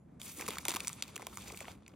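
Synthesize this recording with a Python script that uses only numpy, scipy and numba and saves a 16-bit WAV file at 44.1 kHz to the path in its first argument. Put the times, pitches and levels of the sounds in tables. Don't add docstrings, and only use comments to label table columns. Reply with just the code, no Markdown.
import sys
import numpy as np
from scipy import signal
from scipy.fft import rfft, irfft
from scipy.io import wavfile
from scipy.ndimage import uniform_filter1d, minimum_filter1d
from numba import njit

SR = 44100
rng = np.random.default_rng(int(sys.argv[2]) if len(sys.argv) > 2 else 0)


def undo_db(level):
    steps = np.asarray(level, float) / 20
    return 10 ** steps


def wrap_up_sound(samples):
    columns = np.atleast_2d(samples).T
    tamed = np.clip(columns, -1, 1)
    steps = np.round(tamed * 32767).astype(np.int16)
    wavfile.write(sys.argv[1], SR, steps)


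N = 85995

# f/Hz, level/dB, t60/s
METAL_PARTIALS = [
    (7000, -86, .25),
    (11165, -86, 0.42),
]
# f/Hz, level/dB (per Hz)
ROOM_TONE = [(32, -49), (85, -9), (200, 3), (400, -14), (2300, -37), (2800, -45), (12500, -51),
             (15500, -71)]
# t/s, level/dB, dullness/(dB per octave)
RUBBING = [(0.193, -112.5, 12), (0.199, -58.5, 2.5), (0.229, -56.5, -0.5), (0.368, -55.5, -1.5),
           (0.407, -48.5, 2.5), (0.446, -56.5, 3), (0.5, -50, 1.5), (.64, -61.5, 1), (.69, -46, 1.5),
           (.77, -54.5, 2.5), (.9, -57, 0), (1.12, -61.5, 3), (1.27, -65, 2.5), (1.5, -56.5, 1.5),
           (1.688, -57.5, 2), (1.771, -81.5, 6.5), (1.885, -83.5, 6.5), (1.9, -76, 5.5)]
# f/Hz, level/dB (per Hz)
FILM_TONE = [(180, -30), (300, 2), (701, -8.5), (1170, -4.5), (1510, -21.5), (2280, -5.5), (7320, -7.5),
             (16000, -6)]
# t/s, ring peak level/dB, ring f/Hz, crack peak level/dB
DIG_SNAPS = [(0.198, -48, 6750, -66), (0.216, -36, 3250, -36), (0.3956, -38.5, 2200, -51),
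             (0.41, -35, 1720, -51), (0.4206, -35, 1920, -59), (0.4243, -36.5, 2450, -63),
             (0.4646, -33, 2860, -35.5), (0.4796, -37, 1110, -31), (0.4844, -33.5, 2280, -26),
             (0.4876, -65, 910, -26), (0.506, -32, 2330, -30.5), (0.5176, -38, 1040, -57),
             (0.5567, -39, 2080, -40), (0.57, -33, 1206, -42.5), (0.584, -28, 2030, -29.5),
             (0.6531, -30.5, 2400, -29.5), (0.6829, -20, 8100, -20), (0.694, -25, 6450, -30),
             (0.6995, -43, 3640, -31), (0.7063, -27, 3500, -28), (0.7167, -38, 970, -30),
             (0.7233, -32, 2110, -38), (0.739, -35, 970, -31), (0.7434, -53, 6400, -29.5),
             (0.7494, -30, 2170, -27), (0.7604, -33, 1020, -29), (0.7627, -26, 2010, -33),
             (0.7665, -26.5, 920, -28.5), (0.804, -23.5, 2580, -34.5), (0.8472, -37.5, 2400, -36)]
# t/s, ring peak level/dB, ring f/Hz, crack peak level/dB
PULL_SNAPS = [(0.872, -25, 5930, -28), (0.8802, -18, 6700, -26), (0.893, -35, 7350, -32),
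              (0.8993, -41, 1165, -48), (0.93, -33, 7400, -35.5), (1.0239, -20, 4280, -26.5),
              (1.036, -35.5, 4130, -43), (1.1586, -33, 6300, -35), (1.1631, -52, 920, -31),
              (1.178, -39.5, 1900, -41), (1.1957, -40.5, 820, -50), (1.2202, -38, 2160, -62),
              (1.2256, -41.5, 900, -50), (1.2684, -39, 833, -28.5), (1.3565, -42, 9200, -45),
              (1.3723, -35.5, 1180, -32), (1.3827, -42.5, 1130, -44), (1.4203, -50, 6500, -39.5),
              (1.4582, -68, 910, -60), (1.48, -43, 5000, -43), (1.5009, -37, 2330, -69),
              (1.52, -59, 920, -42), (1.535, -43, 920, -64), (1.5741, -39, 2330, -37),
              (1.6051, -37, 2200, -37), (1.6542, -38, 2040, -71), (1.682, -36, 2040, -68.5),
              (1.7158, -52.5, 1310, -54), (1.8629, -47.5, 2600, -72), (1.8792, -46, 2350, -50)]
# t/s, ring peak level/dB, ring f/Hz, crack peak level/dB
SMALL_SNAPS = [(0.201, -48, 3600, -49), (0.233, -43, 4500, -48), (0.4105, -35.5, 6500, -32.5),
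               (0.6309, -47, 1100, -51), (0.6524, -26.5, 6800, -54), (0.6665, -40, 9000, -38),
               (0.684, -26.5, 3420, -60), (0.6836, -35, 5500, -60), (0.6932, -28, 5500, -40),
               (0.7065, -37, 7200, -60), (0.7995, -39, 11100, -47), (0.8045, -28.5, 3700, -58.5),
               (0.8045, -37, 7200, -60), (0.874, -40.5, 1030, -62), (1.0245, -29, 6900, -66),
               (1.0798, -51.5, 2380, -44.5), (1.2205, -40.5, 7200, -43), (1.2684, -33, 2180, -58),
               (1.2695, -41.5, 1010, -60), (1.3723, -35.5, 2330, -60), (1.3725, -32, 6860, -58),
               (1.4285, -46, 2550, -56), (1.4605, -50, 2280, -64), (1.4744, -47, 2790, -57),
               (1.4815, -41, 7100, -45), (1.5225, -41, 4500, -38), (1.5455, -42, 2160, -67),
               (1.6065, -36, 8050, -63), (1.6445, -43, 1190, -65), (1.6675, -60, 5800, -60),
               (1.6825, -42.5, 3880, -58), (1.717, -59, 3700, -51), (1.7518, -59, 2400, -75),
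               (1.833, -60, 3800, -77), (1.8637, -47.5, 4100, -75), (1.8655, -56, 1050, -77),
               (1.88, -44.5, 6500, -77), (1.893, -55, 4300, -70), (1.9375, -56, 2700, -76)]
# t/s, peak level/dB, f/Hz
PANEL_POPS = [(0.38, -45.5, 267), (0.401, -38, 480), (0.4197, -46.5, 860), (0.4854, -30, 460),
              (0.5018, -47, 345), (0.5151, -53, 830), (0.6557, -36.5, 700), (0.6848, -32, 403),
              (0.7043, -55, 413), (0.717, -44, 830), (0.7369, -40, 830), (0.748, -36, 293),
              (0.7678, -50.5, 870), (1.1641, -43, 427), (1.2248, -44, 460), (1.2675, -37, 630),
              (1.5045, -42.5, 445), (1.5244, -43, 434), (1.5375, -41.5, 447), (1.6106, -39.5, 540),
              (1.6806, -38, 636), (1.937, -53, 600)]
# f/Hz, level/dB
DIFFUSE_SHARE = [(60, -25), (350, -10.5), (700, 1), (1100, -7), (2000, -20), (3100, -6), (4200, -7.5),
                 (6000, -8.5)]
# f/Hz, phase/rad
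PORT_LEAD = [(300, 0), (600, -.5), (950, .3), (1500, -.1), (4200, .2), (5500, -1), (7300, -1.3),
             (12000, -1.55)]
# f/Hz, level/dB
PHONE_TONE = [(1100, 0.5), (1600, 0), (2300, 1.5), (3000, 0.5), (5000, -3), (7000, 2), (9500, 1.5),
              (14000, 1.5)]
# low f/Hz, high f/Hz, margin level/dB
MUTED_BANDS = [
    (11800, 13200, -48),
    (13200, 15000, -53),
    (15000, 16000, -52),
]

METAL_STOPS_S = .062
ROOM_DB, ROOM_WAVER_DB, STIR_DB, STIR_HZ = -58, .5, -4.5, 119.6
GRAINS_PER_S, GRAIN_SPREAD_DB, CRACKLE_PER_S, CRACKLE_DB = 5000, 3.3, 450, -5
AIR_DB, RUB_TOP_HZ = 5, 15900
HARD_DB, STICK_S, STICK_DB = -28, .011, 9
SNAP_RISE_S, SNAP_S, AFTER_S, AFTER_DB = .0001, .00065, .004, -21
RING_WIDTH, SPIKE, WIDE_HZ, CRACK_TOP_HZ = .42, 2.0, 1800, 10000
BAG_HZ, BAG_WIDTH_HZ, BAG_DB = 2330., 620, -25.5
POP_WIDTH, POP_S = .6, .0015
TABLE_S, TABLE_DB, SPREAD_DB = .00085, -12, -9
TOP_HZ = 16500
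AHEAD_FRAMES, EDGE_HZ, EDGE_OPENS_DB = 21, 15950, -6


def unit(x):
    return x / np.sqrt(np.mean(x ** 2))


def peak(x):
    return x / np.abs(x).max()


def read(table, hz):
    points = np.array(table)
    return np.interp(np.log(hz), np.log(points[:, 0]), points[:, 1])


def bins():
    return np.maximum(np.arange(N // 2 + 1) * SR / N, 1)


def band_pass(x, order, low_hz, high_hz):
    return signal.sosfilt(signal.butter(order, [low_hz, high_hz], "band", fs=SR, output="sos"), x)


@njit
def resonate(x, hz, width):
    y, band, low = np.empty(len(x)), 0., 0.
    g, k = np.tan(np.pi * hz / SR), width / hz
    for i in range(len(x)):
        v = (band + g * (x[i] - low)) / (1 + g * (g + k))
        band, low, y[i] = 2 * v - band, low + 2 * g * v, k * v
    return y


def walk(rate):
    hold = int(SR / rate)
    steps = np.repeat(rng.standard_normal(N // hold + 1), hold)
    return 4.28 * uniform_filter1d(uniform_filter1d(steps, hold), hold)[:N]


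def ticks(rate, spread_db):
    chance, side, size = rng.random((3, N))
    level_db = np.minimum(-spread_db * np.log(1 - size), 4 * spread_db)
    return (chance < rate / SR) * np.sign(side - .5) * undo_db(level_db)


def metal():
    t = np.arange(N) / SR
    return sum((t < METAL_STOPS_S) * undo_db(db - 60 * t / t60) * np.sin(2 * np.pi * hz * t)
               for hz, db, t60 in METAL_PARTIALS)


def room():
    air = unit(irfft(rfft(rng.standard_normal((2, N))) * undo_db(read(ROOM_TONE, bins())), N))
    rub = np.array(RUBBING)
    rub_db = np.interp(np.arange(N) / SR, rub[:, 0], rub[:, 1])
    busy = np.clip((rub_db + 95) / 40, .75, 1)
    low = unit(band_pass(rng.standard_normal((2, N)), 2, 58, STIR_HZ))
    stir = undo_db(STIR_DB + ROOM_WAVER_DB * walk(2.4)) * busy * low
    return undo_db(ROOM_DB + ROOM_WAVER_DB * walk(14)) * (air + stir)


def rustle():
    t, rub = np.arange(N) / SR, np.array(RUBBING)
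    level = np.interp(t, rub[:, 0], rub[:, 1])
    dull = np.interp(t, rub[:, 0], rub[:, 2])
    for at, _, _, crack_db in DIG_SNAPS + PULL_SNAPS + SMALL_SNAPS:
        level = level - STICK_DB * (crack_db > HARD_DB) * (t > at - STICK_S) * (t < at)

    fizz = np.exp(-np.arange(256) / SR / .0009)
    crackle = []
    for _ in range(3):
        swells = signal.fftconvolve(np.abs(ticks(CRACKLE_PER_S, 0.93)), fizz)[:N]
        crackle.append(swells * rng.standard_normal((2, N)))

    out, norm, swell = 0, 0, walk(55)
    for k, hz in enumerate(350 * 2 ** np.arange(0, 5.6, .4)):
        grains = np.array([ticks(GRAINS_PER_S, GRAIN_SPREAD_DB) for _ in range(2)])
        drive = unit(grains) + undo_db(CRACKLE_DB) * unit(crackle[k // 5])
        band = unit(np.array([resonate(v, hz, hz * 0.55) for v in drive]))
        gain = undo_db(read(FILM_TONE, hz) - AIR_DB * (hz > 11000)) * np.sqrt(hz)
        motion_db = -dull * np.log2(hz / 4000) + .55 * swell + 1.1 * walk(30)
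        out = out + gain * undo_db(motion_db) * band
        norm = norm + gain ** 2
    top_cut = signal.ellip(8, .2, 40, RUB_TOP_HZ, fs=SR, output="sos")
    return signal.sosfilt(top_cut, undo_db(level) * out / np.sqrt(norm))


def snaps(table):
    out, t = np.zeros(N + 2048), np.arange(2048) / SR
    shape = (1 - np.exp(-t / SNAP_RISE_S)) * np.exp(-t / SNAP_S) + undo_db(AFTER_DB) * np.exp(-t / AFTER_S)
    for at, ring_db, hz, crack_db in table:
        smooth, rough = rng.standard_normal((2, len(t)))
        width = RING_WIDTH * hz
        ring = resonate(resonate(smooth * shape, 1. * hz, width), 1. * hz, 2 * width)
        spikes = np.sign(rough) * np.abs(rough) ** SPIKE * shape
        crack = band_pass(spikes, 1, WIDE_HZ, CRACK_TOP_HZ)
        crack = crack + undo_db(BAG_DB) * resonate(crack, BAG_HZ, BAG_WIDTH_HZ)
        k = int(at * SR)
        out[k:k + len(t)] += undo_db(ring_db - 0.5) * peak(ring) + undo_db(crack_db + 4.5) * peak(crack)
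    return out[:N]


def pops():
    out, t = np.zeros(N + 2048), np.arange(2048) / SR
    for at, db, hz in PANEL_POPS:
        push = rng.standard_normal(len(t)) * t * np.exp(-t / POP_S)
        hollow = resonate(resonate(push, 1. * hz, POP_WIDTH * hz), 1. * hz, 1. * hz)
        k = int(at * SR)
        out[k:k + len(t)] += undo_db(db) * peak(hollow)
    return out[:N]


def scene():
    clicks = snaps(DIG_SNAPS) + snaps(PULL_SNAPS) + pops() + snaps(SMALL_SNAPS)
    scatter = rng.standard_normal(512) * np.exp(-np.arange(512) / SR / 0.002)
    late = undo_db(SPREAD_DB) * signal.fftconvolve(clicks, scatter / np.linalg.norm(scatter))[:N]
    hz = bins()
    mirror = undo_db(TABLE_DB) * np.exp(-2j * np.pi * hz * TABLE_S)
    bag = rfft(np.array([clicks, late]) + rustle()) * (1 + mirror)
    direct, diffuse = bag + rfft(room() + metal())
    sides = np.array([[1], [-1]])
    ports = direct + sides * undo_db(read(DIFFUSE_SHARE, hz)) * diffuse
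    return irfft(ports * np.exp(.5j * read(PORT_LEAD, hz) * sides), N)


def starve(x):
    hz, _, z = signal.stft(x, SR, nperseg=512, noverlap=384)
    power = np.abs(z.mean(axis=0)) ** 2 + 1e-18
    loud_db = 10 * np.log10(power[hz > 1500].sum(axis=0))
    coming_db = -minimum_filter1d(-loud_db, size=AHEAD_FRAMES, origin=-AHEAD_FRAMES // 3)
    for low_hz, high_hz, margin_db in MUTED_BANDS:
        band = (hz >= low_hz) & (hz < high_hz)
        band_db = 10 * np.log10(uniform_filter1d(power[band].mean(axis=0), size=5))
        z[:, band] *= band_db - coming_db > margin_db
    edge = hz >= EDGE_HZ
    edge_db = 10 * np.log10(power[edge].sum(axis=0))
    z[:, edge] *= edge_db > edge_db.max() + EDGE_OPENS_DB
    return signal.istft(z, SR, nperseg=512, noverlap=384)[1][:, :N]


def low_pass(x):
    return signal.sosfilt(signal.butter(12, 16990, fs=SR, output="sos"), x)


def record(dry):
    x = signal.sosfilt(signal.ellip(8, .2, 60, TOP_HZ, fs=SR, output="sos"), dry)
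    x = irfft(rfft(x) * undo_db(read(PHONE_TONE, bins())), N)
    return low_pass(starve(x))


dry = scene()
out = record(dry)
wrap_up_sound(out)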